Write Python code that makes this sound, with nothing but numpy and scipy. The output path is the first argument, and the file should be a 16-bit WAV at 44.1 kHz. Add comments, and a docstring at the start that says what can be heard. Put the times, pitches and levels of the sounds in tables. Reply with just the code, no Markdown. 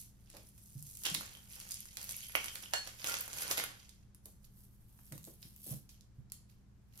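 """A long chain necklace is drawn out of a heap of beads and small plastic bags on a cloth-covered table.
First its fine links sizzle in countless tiny collisions while the tugged heap crackles and clicks.
At 2.4 s and 2.7 s a bead and a pendant drop back, clack and ring. The chain comes clear at 4.5 s,
sounding brighter, and is lowered in a coil onto the cloth with soft bumps. Throughout, a small room
hums and reverberates around a close pair of microphones, the heap to their right."""
import sys
import numpy as np
from scipy import signal
from scipy.fft import rfft, irfft
from scipy.io import wavfile
from scipy.ndimage import uniform_filter1d

SR = 44100
rng = np.random.default_rng(int(sys.argv[2]) if len(sys.argv) > 2 else 0)


def generate_wav(sig):
    """Save sig (samples, or channels by samples) to the path in sys.argv[1] as 16-bit PCM at SR."""
    pcm = np.round(np.clip(np.atleast_2d(sig).T, -1, 1) * 32767).astype(np.int16)
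    wavfile.write(sys.argv[1], SR, pcm)


N = 308700
TIME = np.arange(N) / SR
SAMPLES_PER_MS = SR / 1000
HEAP_LAG_S, CHAIN_LAG_S = .00023, .00017  # extra travel time to the left microphone
FREE_S = 4.5  # the chain comes clear of the heap
BAND_LIMIT_HZ = 15900


# runs of the chain over itself:
# (peak time [s], relative level [dB], rise [s], fall [s], large links against fine ones [dB])
CHAIN_RUNS = [(0.0, -48.5, .05, 0.12, -15), (1.04, -49.5, 0.61, 0.43, -17.5), (1.55, -49, 0.13, 0.31, -7),
              (1.73, -56.5, 0.048, 0.69, -1.5), (2.1, -49.5, 0.19, 0.65, -3),
              (2.56, -51.5, 0.19, 0.28, -18), (3.41, -40, 0.15, 0.089, -18), (3.52, -34, 0.036, 0.027, -19),
              (3.59, -41, 0.042, 0.033, -8), (4.26, -58.5, 0.025, 0.14, -31),
              (4.45, -65, 0.034, 0.052, -16), (4.6, -62.5, 0.13, 0.19, -31), (5.13, -61, 0.45, 0.37, -15),
              (5.26, -58.5, 0.048, 0.22, -22), (5.44, -61, 0.11, 0.33, -10),
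              (5.72, -45.5, 0.15, 0.082, -26), (5.91, -62, 0.022, 0.097, -2.5),
              (6.16, -77.5, .03, 0.072, -10), (6.5, -75, 0.03, 0.13, 1)]
# spectrum of fine links colliding: (frequency [Hz], level [dB])
SIZZLE_SPECTRUM = [(500, -52), (3000, -14.5), (4800, -8), (7000, -0.5), (9000, -2), (12000, -2.5),
                   (14000, -1.5), (15700, -8)]
# brightening of the chain when it hangs free: (frequency [Hz], gain [dB])
HANGING_GAIN = [(1500, 7), (3000, 8), (7000, -2.5), (10000, 4), (13000, 5.5), (15000, 6.5)]
def fine_links(fidget_db=-91, jolt_db=-2, cloth_db=-9, freeing_s=0.17):
    """Dense impacts merge into a sizzle; hard pulls add sharp ticks, which the cloth later damps."""
    running_db = power_sum(strokes(CHAIN_RUNS), fidget_db)  # the fingers are never quite still
    dragged_db = strokes(HEAP_TUGS) - 0.5
    level_db = power_sum(running_db, dragged_db) + flutter(2.0)
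    free = np.clip((TIME - FREE_S) / freeing_s + .5, 0, 1)
    sharp_db = jolt_db + .3 * np.minimum(level_db + 54, 0) + cloth_db * free
    slide = collisions(level_db, SIZZLE_SPECTRUM, per_s=1700, spread_db=2.9,
                       decay_s=.0004, lag_s=0, ring_db=-4, t60=.012, parts=30)
    jolts = collisions(level_db + sharp_db, SIZZLE_SPECTRUM, per_s=110, spread_db=3.0,
                       decay_s=.0003, lag_s=0, ring_db=2, t60=.014)
    sizzle = amp(-2.5) * (slide + jolts)
    hanging = colour(sizzle, lambda hz: curve(HANGING_GAIN, hz))
    return (1 - free) * from_right(sizzle, HEAP_LAG_S) + free * from_right(hanging, CHAIN_LAG_S)


# spectrum of large links colliding: (frequency [Hz], level [dB])
RATTLE_SPECTRUM = [(300, -32), (1200, -22.5), (2300, -2.5), (3100, 0.5), (4000, -4.5), (5000, -2),
                   (6800, -1), (9000, -13), (15000, -29)]
def large_links():
    """Impact excitation: larger links and beads rattle and ring as they are dragged along."""
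    level_db = power_sum(strokes(HEAP_TUGS), strokes(CHAIN_RUNS, coupled=True)) + flutter(1.6)
    return amp(.3) * collisions(level_db, RATTLE_SPECTRUM, per_s=300, spread_db=3.5,
                                decay_s=.0006, lag_s=HEAP_LAG_S, ring_db=-1, t60=.014, parts=30)


# tugs and shakes that stir the heap:
# (peak time [s], relative level [dB], rise [s], fall [s], bags and beads against large links [dB])
HEAP_TUGS = [(0.35, -62, 0.14, 0.17, -6.5), (1.06, -42.5, 0.029, 0.13, 0), (1.21, -51, 0.043, 0.24, -2),
             (1.6, -60, 0.27, 0.48, -1.5), (1.98, -52, 0.013, 0.38, -4.5), (2.1, -53, 0.21, 0.34, -13.5),
             (2.365, -50.5, 0.061, 0.36, 2), (2.63, -49.5, 0.016, 0.051, -6), (2.75, -50, 0.054, 0.12, 1.5),
             (2.875, -51.5, 0.096, 0.15, -4), (3.09, -40.5, 0.11, 0.2, -3), (3.42, -47.5, 0.22, 0.25, 2),
             (3.51, -49, 0.037, 0.043, 11), (3.59, -49, 0.056, 0.15, 8), (3.8, -61.5, 0.034, 0.23, -9),
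             (6.995, -57.5, 0.074, 0.11, -10)]
# spectrum of beads on plastic bags: (frequency [Hz], level [dB])
CRACKLE_SPECTRUM = [(100, -17), (260, -2), (440, 2), (620, -4.5), (800, 3.5), (1100, -0.5), (1550, 1.5),
                    (2100, -2), (3000, -2.5), (6000, -14), (15000, -27)]
def heap():
    """Crackling noise: beads tumbling over thin plastic radiate impulses of uneven strength."""
    level_db = strokes(HEAP_TUGS, coupled=True) - 2.0
    return collisions(level_db, CRACKLE_SPECTRUM, per_s=450, spread_db=3.2,
                      decay_s=.0009, lag_s=HEAP_LAG_S, ring_db=-4, t60=.025)


# the hardest contacts of links, beads and bag creases:
# (time [s], level [dB], centre frequency [Hz], hollow body gain [dB], decay [ms])
HARD_CONTACTS = [(0.301, -46, 6340, -28, 0.82), (0.3684, -42.5, 9000, 6, 2.3),
                 (0.5783, -47.5, 9000, -7, 16), (0.8258, -39, 9800, -44, 0.67),
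                 (0.972, -38.5, 9200, -43, 0.88), (1.036, -32.5, 7700, -20, 4.5),
                 (1.0523, -21.5, 4280, -32, 6.1), (1.0598, -34, 4750, 2, 2.5),
                 (1.066, -25.5, 4620, -22, 1.5), (1.1004, -32.5, 6700, -18, 0.89),
                 (1.144, -27.5, 8300, -14, 0.26), (1.1475, -21.5, 4240, -8, 2.8),
                 (1.371, -47, 8600, -1, 1.5), (1.601, -37, 9600, -7, 0.6), (1.69, -41.5, 6650, -14, 1.1),
                 (1.709, -35, 7200, -26, .5), (1.7125, -36.5, 6640, -33, .6),
                 (1.719, -30.5, 7360, -23, 1.4), (1.7426, -33, 8260, -35, 1.4),
                 (1.8054, -36.5, 9400, -32, 0.46), (1.8557, -41.5, 7900, -2, 0.38),
                 (1.971, -31.5, 5500, 0, 0.52), (2.0148, -37, 7700, -22.5, 0.46),
                 (2.0295, -37.5, 11400, -19.5, 0.54), (2.0426, -36, 11500, -23, .8),
                 (2.0924, -31.5, 8300, -11, 1.3), (2.1668, -34.5, 11400, -25, 1.3),
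                 (2.2682, -43, 9000, -29, 0.66), (2.358, -25, 11100, -25, 1.5), (2.4433, -30, 9150, 1, 1.4),
                 (2.459, -35.5, 11200, -9, 0.72), (2.4832, -36.5, 4450, 0.5, 1.2),
                 (2.5532, -35, 11600, -27, 0.69), (2.5563, -32, 3570, -7.5, 1.1),
                 (2.6256, -41.5, 7800, -11.5, 0.86), (2.8737, -34, 5170, 9, 2.3),
                 (3.0437, -26, 5230, 12, 0.63), (3.0517, -35.5, 5400, 14.5, .6),
                 (3.062, -32.5, 6800, -1.5, 1.2), (3.0718, -27, 8000, -10, .7),
                 (3.0967, -27, 6900, 2.5, 1.1), (3.1405, -25, 4830, 7, 2.9),
                 (3.187, -35.5, 11600, -6.5, 0.88), (3.207, -32.5, 11000, -17, 2.2),
                 (3.279, -35, 10200, 2.5, 0.44), (3.3312, -34, 5600, -16, 0.86),
                 (3.3794, -49.5, 9600, -23, .6), (3.3847, -38, 8640, -23.5, 0.9),
                 (3.4797, -32, 6940, -5, .6), (3.5082, -36.5, 4740, 14, 1.4),
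                 (3.5121, -19.5, 4830, 2.5, 1.7), (3.5198, -32.5, 12100, -10, 0.7),
                 (3.5741, -26.5, 5840, 10.5, 2.5), (3.5792, -25, 6140, -8.5, 1.4),
                 (3.5907, -31.5, 5250, 8, 0.99), (3.5993, -27, 3500, 3, 0.92),
                 (3.639, -27.5, 11100, -1, 1.9), (3.8925, -44.5, 5200, -27, 4),
                 (4.1475, -47.5, 10400, -7, 1), (4.2571, -38.5, 12240, -17, 2.1),
                 (4.444, -54, 4860, -13, 4), (4.99, -55.5, 1020, -24, 1.9), (5.1225, -37.5, 8200, 0, 3.3),
                 (5.179, -41.5, 12100, -2, 1.6), (5.2313, -52, 9700, -23, 0.45),
                 (5.242, -43, 9100, -26, .4), (5.251, -44.5, 7200, -36, 0.33),
                 (5.2613, -52, 10600, -25, .4), (5.428, -50, 4340, -31, 0.5),
                 (5.563, -43.5, 12200, -23, .4), (5.8917, -45.5, 5400, -42, 11),
                 (6.0096, -51, 5770, -27.5, 0.25), (6.3002, -57, 5400, -29, 1.1),
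                 (6.3205, -33.5, 8840, -30, 0.96), (6.4972, -59.5, 4660, -30, 2.8),
                 (6.976, -44.5, 11200, -34, 0.87)]
def clicks(octaves=0.85, body_hz=1150, body_octaves=2.0, ring_db=-12):
    """Short contacts have broad spectra: clicks with a metallic ring, on the heap, then on the chain."""
    out = np.zeros((2, N))
    for s, db, centre_hz, body_db, decay_ms in HARD_CONTACTS:
        lag_s = CHAIN_LAG_S if s > FREE_S else HEAP_LAG_S

        def spectrum_db(hz):
            click = amp(resonance(hz, centre_hz, octaves))
            body = amp(body_db + resonance(hz, body_hz, body_octaves))
            return 20 * np.log10(click + body)
        add(out, s, amp(db) * contact(decay_ms / 1000, lag_s, spectrum_db, snap=0.33))
        partials = np.minimum(centre_hz * 2 ** rng.uniform(-.8, .5, size=12), BAND_LIMIT_HZ)
        add(out, s, amp(db + ring_db) * ringing([(hz, 0, .06) for hz in partials], lag_s))
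    return out


# a large bead, then a pendant, landing: (time [s], level [dB], contact decay [s], ring gain [dB])
LANDINGS = [(2.3526, -16.3, .0011, -7.3), (2.7361, -18.3, .0035, -2.3)]
# spectra of their knocks: (frequency [Hz], level [dB])
BEAD_KNOCK = [(150, -24), (380, -6), (750, 3), (1200, -2), (1700, -1), (2300, -1), (2950, 4), (3800, -9),
              (5300, -3), (7500, -20), (9300, -13), (15000, -24)]
PENDANT_KNOCK = [(150, -20), (330, -11.5), (750, 9), (1100, -0.5), (1700, 4), (3000, 2), (5500, -2),
                 (8000, 3), (11000, -11.5), (15000, -9.5)]
# modes of the bead with its neighbours, and of the pendant: (frequency [Hz], level [dB], t60 [s])
BEAD_MODES = [(430, -13, .04), (878, -4, .09), (1556, -7, .1), (1760, -6, .09), (2010, -3, .18),
              (2105, 0, .22), (2243, 1, .22), (2270, 0, .22), (2385, -2, .22), (2550, -5, .18),
              (2675, -6, .17), (2750, -5, .17), (2890, -9, .16), (3295, -8, .2)]
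PENDANT_MODES = [(760, -9, .04), (1554, -5, .1), (1687, 2.5, .13), (1830, -2.5, .12), (2872, -6, .16),
                 (2902, -7, .16), (3540, -11, .12), (4195, -7, .16), (4260, -1, .17), (4345, 1.3, .2),
                 (4420, -7, .16), (6370, -11, .14), (6530, -8, .15), (8016, -5, .14)]
def drops():
    """Impact and free vibration: each piece knocks on the heap, then chatters and rings."""
    out = np.zeros((2, N))
    pieces = (BEAD_KNOCK, BEAD_MODES), (PENDANT_KNOCK, PENDANT_MODES)
    for (s, db, decay_s, ring_db), (knock, modes) in zip(LANDINGS, pieces):
        add(out, s, amp(db) * contact(decay_s, HEAP_LAG_S, lambda hz: curve(knock, hz)))
        add(out, s, amp(db + ring_db) * chatter(modes))
    return out


def chatter(modes, rebounds=6, length_s=0.089, start_db=-3, fade_db=27):
    """Re-excitation: fading rebounds strike the modes, each with another balance, roughening the ring."""
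    ring = ringing(modes)
    for progress in rng.random(rebounds):
        struck = [(hz, db + rng.uniform(-6, 6), t60) for hz, db, t60 in modes]
        add(ring, progress * length_s, amp(start_db - fade_db * progress) * ringing(struck))
    return unit_energy(ring)


# notes of loose links and beads: (time [s], level [dB], frequency [Hz], decay [s])
LOOSE_NOTES = [(1.05, -33, 2850, 0.002), (1.062, -24, 3140, 0.002), (1.148, -36, 2150, 0.004),
               (1.21, -37, 1200, 0.00061), (1.351, -42, 3140, 0.0014), (1.633, -47, 6600, 0.021),
               (1.718, -37.5, 4910, 0.003), (2.165, -35.5, 11330, 0.0044), (2.232, -39.5, 3150, 0.0039),
               (2.284, -38, 11300, 0.0068), (2.297, -43.5, 2100, 0.0006), (2.483, -32, 3050, 0.0014),
               (2.484, -38, 5750, 0.00085), (2.659, -39, 2970, 0.0019), (3.087, -29, 1400, 0.013),
               (3.14, -36, 1524, 0.0067), (3.21, -26, 14500, 0.0018), (3.508, -32, 4270, 0.01),
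               (3.579, -30, 2099, 0.017), (3.638, -35, 3130, 0.001), (5.429, -46.5, 3260, 0.00016),
               (5.429, -42.5, 5130, 0.00037), (6.321, -56, 4370, 0.0061)]
def pings():
    """A damped oscillator: a free link or bead sounds one short note."""
    out = np.zeros((2, N))
    for s, db, hz, decay_s in LOOSE_NOTES:
        add(out, s, amp(db) * ringing([(hz, 0, decay_s * np.log(1000))]))
    return out


# swings of the necklace: (peak time [s], link level [dB], rise [s], fall [s], tangle against links [dB])
SWINGS = [(1.75, -65.5, .35, 0.35, -20), (2.2, -62.5, .35, 0.48, -21.5), (2.57, -66.5, .08, 0.31, -18),
          (3.11, -60.5, .1, 0.21, 5.5), (3.42, -53.5, .15, 0.12, -3), (3.57, -55, .12, 0.2, -4.5)]
# modes of the larger links and of the beads tangled in them: (frequency [Hz], level [dB], t60 [s])
LINK_MODES = [(4600, -7, .03), (4900, -7, .03), (6590, -8, .05), (8250, -6, .03), (9050, -4, .03),
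              (11260, -3, .04), (11400, 0, .05)]
TANGLE_MODES = [(474, -5, .05), (775, -4, .06), (1448, -3, .1), (1561, -2, .1), (1675, -2, .1),
                (2010, -5, .08), (2099, -3, .1), (2396, -3, .08), (3085, -5, .08), (3235, -5, .08),
                (4344, -2, .12), (5658, -4, .06)]
def jangle(per_s=45, spread_db=1.0):
    """Random modal excitation: swinging links and beads knock together, each with its own note."""
    out = np.zeros((2, N))
    for modes, level_db in (LINK_MODES, strokes(SWINGS)), (TANGLE_MODES, strokes(SWINGS, coupled=True)):
        for hz, db, t60 in modes:
            hits = rng.random(N) < per_s / SR
            hardness = amp(spread_db * np.minimum(rng.exponential(1, N), 3))
            knocks = unit_rms(hits * hardness) * amp(level_db + db) / np.sqrt(SAMPLES_PER_MS)
            note = ringing([(hz, 0, t60)])[:, :SR // 8]
            out += signal.oaconvolve(knocks[None], note, axes=1)[:, :N]
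    return out


# arms and chain meeting the table:
# (time [s], relative level [dB], centre frequency [Hz], decay [s], boom against scuff [dB])
TABLE_BUMPS = [(0.335, -52.5, 434, 0.039, -15), (0.752, -44, 134, 0.027, 11),
               (0.81, -49.5, 143, 0.024, 8.5), (1.113, -44.5, 163.4, 0.04, 0.5),
               (1.149, -46, 198, 0.031, -8), (3.506, -40.5, 486, 0.013, -2), (3.577, -42, 482, 0.02, -7),
               (4.256, -59, 362, 0.024, -24), (5.113, -44.5, 147.4, 0.07, 0),
               (5.117, -52.5, 376, 0.029, -10), (5.271, -51.5, 342, 0.024, -23),
               (5.447, -55, 172, 0.015, -6), (5.662, -48, 260, 0.059, -18), (5.709, -39, 139, 0.026, -2.5),
               (5.722, -53, 473, 0.021, -1), (6.182, -47.5, 122.7, 0.035, 5)]
def bumps(steepness=1.82, press_s=0.0032):
    """Cushioned impact: cloth slows each bump and removes treble, leaving a dull scuff and a boom."""
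    out = np.zeros((2, N))
    size = 8192
    press = 1 - np.exp(-(TIME[:size] / press_s) ** 2)
    for s, db, centre_hz, decay_s, boom_db in TABLE_BUMPS:
        octaves = (centre_hz / 200) ** 0.22  # harder, higher bumps are broader
        scuff = contact(decay_s, 0, lambda hz: steepness * resonance(hz, centre_hz, octaves),
                        alike=1.0, size=size)
        boom = ringing([(centre_hz, 0, decay_s * np.log(1000))], 0)[0, :size]
        thud = (scuff + amp(boom_db) * boom) / np.hypot(1, amp(boom_db))
        add(out, s, amp(db + 12) * press * thud)
    return out


def collisions(level_db, spectrum, per_s, spread_db, decay_s, lag_s, ring_db, t60, parts=20):
    """Shot noise: small parts, each with its own knock and ring, collide at random, a few much harder."""
    out = np.zeros((2, N))
    when = rng.integers(0, N, 60000)
    hardness = amp(spread_db * np.minimum(rng.exponential(1, len(when)), 3.5))
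    used = int(np.clip(per_s * N / SR, parts, len(when)))
    hz = np.linspace(300, 15000, 500)
    weight = np.cumsum(amp(curve(spectrum, hz)) ** 2)
    pitches = np.interp(rng.random((parts, 2)), weight / weight[-1], hz)  # likeliest where it is loudest
    for k in range(parts):
        train = np.bincount(when[k:used:parts], hardness[k:used:parts], N)
        hit = amp(ring_db) * ringing([(f, 0, t60) for f in pitches[k]], lag_s)[:, :SR // 20]
        add(hit, 0, contact(decay_s, lag_s, lambda f: curve(spectrum, f), size=1024))
        out += signal.oaconvolve(train[None], hit, axes=1)[:, :N]
    return unit_rms(out) * amp(level_db)


def contact(decay_s, lag_s, db_at, alike=0.75, snap=0, size=2048):
    """A contact transient: a snap and a dying scrape of filtered noise, at both microphones."""
    t = np.arange(size) / SR
    shared, *own = rng.standard_normal((3, size))
    noise = alike * shared + np.sqrt(1 - alike ** 2) * np.array(own)
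    envelope = np.exp(-t / max(decay_s, 1e-4)) + snap * np.exp(-t / .0004)
    return unit_energy(colour(from_right(noise * envelope, lag_s), db_at))


def ringing(modes, lag_s=HEAP_LAG_S):
    """Modal superposition: damped sinusoids, a little out of phase between the microphones."""
    t = np.arange(SR // 3) / SR
    ring = np.zeros((2, len(t)))
    for hz, db, t60 in modes:
        phase = rng.random() + .25 * rng.random((2, 1))
        ring += amp(db - 60 * t / t60) * np.sin(2 * np.pi * (hz * t + phase))
    return unit_energy(from_right(ring, lag_s))


def strokes(rows, coupled=False):
    """Level in dB of strokes adding in power; each changes by 20 dB in its rise or fall time."""
    power = np.zeros(N)
    for s, db, rise_s, fall_s, coupling_db in rows:
        peak_db = db + coupled * coupling_db  # coupled: the parts that the stroke drags along
        away = np.maximum((s - TIME) / rise_s, (TIME - s) / fall_s)
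        power += amp(np.maximum(peak_db - 20 * away, -140)) ** 2
    return 10 * np.log10(power)


def flutter(depth_db, hz=28):
    """Stick-slip: links catch and slip in little clumps, a random wobble in dB."""
    s = np.arange(0, N / SR + 1, 1 / 100)
    wobble = uniform_filter1d(rng.standard_normal(len(s)), round(100 / hz))
    return depth_db * unit_rms(np.interp(TIME, s, wobble))


def colour(x, db_at, size=2048):
    """Minimum-phase filter with the gain db_at(Hz): nothing sounds before a hit."""
    gain = amp(db_at(np.fft.rfftfreq(size, 1 / SR)))
    cepstrum = irfft(np.log(gain + 1e-5))
    cepstrum[1:size // 2] *= 2
    cepstrum[size // 2 + 1:] = 0
    response = irfft(np.exp(rfft(cepstrum)))
    return signal.fftconvolve(x, response[None], axes=1)[:, :x.shape[1]]


def resonance(hz, centre_hz, octaves):
    """A broad resonance in dB, symmetric on a log-frequency axis."""
    return -20 * np.log10(1 + (np.log2((hz + 1) / centre_hz) / octaves) ** 2)


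def from_right(x, lag_s):
    """Path difference: sound from the right reaches the left microphone later."""
    left = np.pad(x[0], (round(lag_s * SR), 0))[:x.shape[1]]
    return np.array([left, x[1]])


def power_sum(a_db, b_db):
    """Incoherent sources add in power."""
    return 10 * np.log10(amp(a_db) ** 2 + amp(b_db) ** 2)


def amp(db):
    """Decibels to amplitude."""
    return 10 ** (np.asarray(db) / 20)


def unit_rms(x):
    """Scales to rms 1."""
    return x / np.sqrt(np.mean(x ** 2) + 1e-20)


def unit_energy(x):
    """Scales a stereo sound to the energy of a millisecond at rms 1."""
    return x * np.sqrt(2 * SAMPLES_PER_MS / np.sum(x ** 2))


def curve(points, hz):
    """Interpolates on a log-frequency axis."""
    f, value = np.transpose(points)
    return np.interp(np.log(hz + 1), np.log(f), value)


def add(mix, s, sound):
    """Superposes a stereo sound at time s."""
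    part = mix[:, max(round(s * SR), 0):][:, :sound.shape[1]]
    part += sound[:, :part.shape[1]]


# reverberation time of the room: (frequency [Hz], t60 [s])
ROOM_T60 = [(150, 0.27), (700, 0.24), (2000, 0.34), (5000, 0.38), (10000, 0.317), (16000, 0.15)]
def room(x, reflections_per_s=5000, gap_s=0.00021, build_s=0.00067):
    """Reverberation: sparse reflections of random sign, each band absorbed at its own rate."""
    shape = (2, SR // 2)
    reflections = rng.choice([-1., 1.], shape) * (rng.random(shape) < reflections_per_s / SR)
    hz, t, bands = signal.stft(reflections, SR, nperseg=256)
    decay = amp(-60 * t / curve(ROOM_T60, hz)[:, None])
    tail = signal.istft(bands * decay, SR, nperseg=256)[1]
    tail *= np.clip((TIME[:tail.shape[1]] - gap_s) / build_s, 0, 1)
    return signal.fftconvolve(x, tail / np.linalg.norm(tail[0]), axes=1)[:, :N]


# spectrum of the quiet room: (frequency [Hz], relative level [dB])
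AMBIENT_SPECTRUM = [(12, -25.5), (22, 4.5), (45, -3), (75, -0.5), (125, -1.5), (210, -7.5), (290, -16.5),
                    (600, -27), (1400, -29.5), (3000, -37), (8000, -37.5), (15000, -61.5)]
# mains hum: (frequency [Hz], level [dB])
HUM_TONES = [(59.5, -68), (116, -69), (201, -73)]
def room_tone(noise_db=-63, coherent_below_hz=700):
    """Coherence falls with frequency: rumble alike at both microphones, under faint hiss and mains hum."""
    hz = np.fft.rfftfreq(N, 1 / SR)
    shared, *own = rfft(rng.standard_normal((3, N)))
    coherence = 0.68 / (1 + (hz / coherent_below_hz) ** 2)
    noise = np.sqrt(coherence) * shared + np.sqrt(1 - coherence) * np.array(own)
    air = irfft(noise * amp(curve(AMBIENT_SPECTRUM, hz)), N)
    hum = sum(amp(db) * np.sqrt(2) * np.sin(2 * np.pi * (f * TIME + rng.random())) for f, db in HUM_TONES)
    return amp(noise_db) * unit_rms(air) + hum


# off-axis response of the left microphone, which faces away from the table: (frequency [Hz], gain [dB])
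OFF_AXIS_GAIN = [(120, 0), (300, -3), (600, -10), (1200, -9), (2200, -3), (3500, -10), (5500, -11),
                 (9000, 0), (15000, 0)]
def scene():
    """Direct and reverberant fields add: everything on the table arrives by both paths."""
    sizzle = fine_links()
    rustle = large_links() + heap() + jangle()
    ticks = clicks() + pings()
    clacks = drops()
    thuds = bumps()
    left, right = sizzle + rustle + ticks + clacks + thuds
    left = colour(left[None], lambda hz: curve(OFF_AXIS_GAIN, hz))[0]
    to_room = amp(-10) * sizzle + amp(-7) * rustle + amp(-5.5) * ticks + amp(-6) * clacks + amp(-8) * thuds
    return np.array([left, right]) + room(to_room) + room_tone()


# how far the two channels carry the same treble: (frequency [Hz], share [0-1])
TREBLE_SHARE = [(6500, 0), (8000, .1), (9300, .45), (11500, .7), (15000, .35)]
def crosstalk(x, lead_s=.000131):
    """Crosstalk: the recorder feeds the right channel's treble to the left, inverted and a little early."""
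    hz = np.fft.rfftfreq(N, 1 / SR)
    left, right = rfft(x)
    own = 1 - curve(TREBLE_SHARE, hz)
    early_right = right * np.exp(2j * np.pi * hz * lead_s)
    left = own * left - np.sqrt(1 - own ** 2) * early_right
    return irfft(np.array([left, right]), N)


def record(dry):
    """Band limiting: a low-pass filter follows the treble crosstalk."""
    low_pass = signal.firwin(255, BAND_LIMIT_HZ, window=("kaiser", 8), fs=SR)
    return signal.oaconvolve(crosstalk(dry), low_pass[None], "same", axes=1)


dry = scene()
out = record(dry)
generate_wav(out)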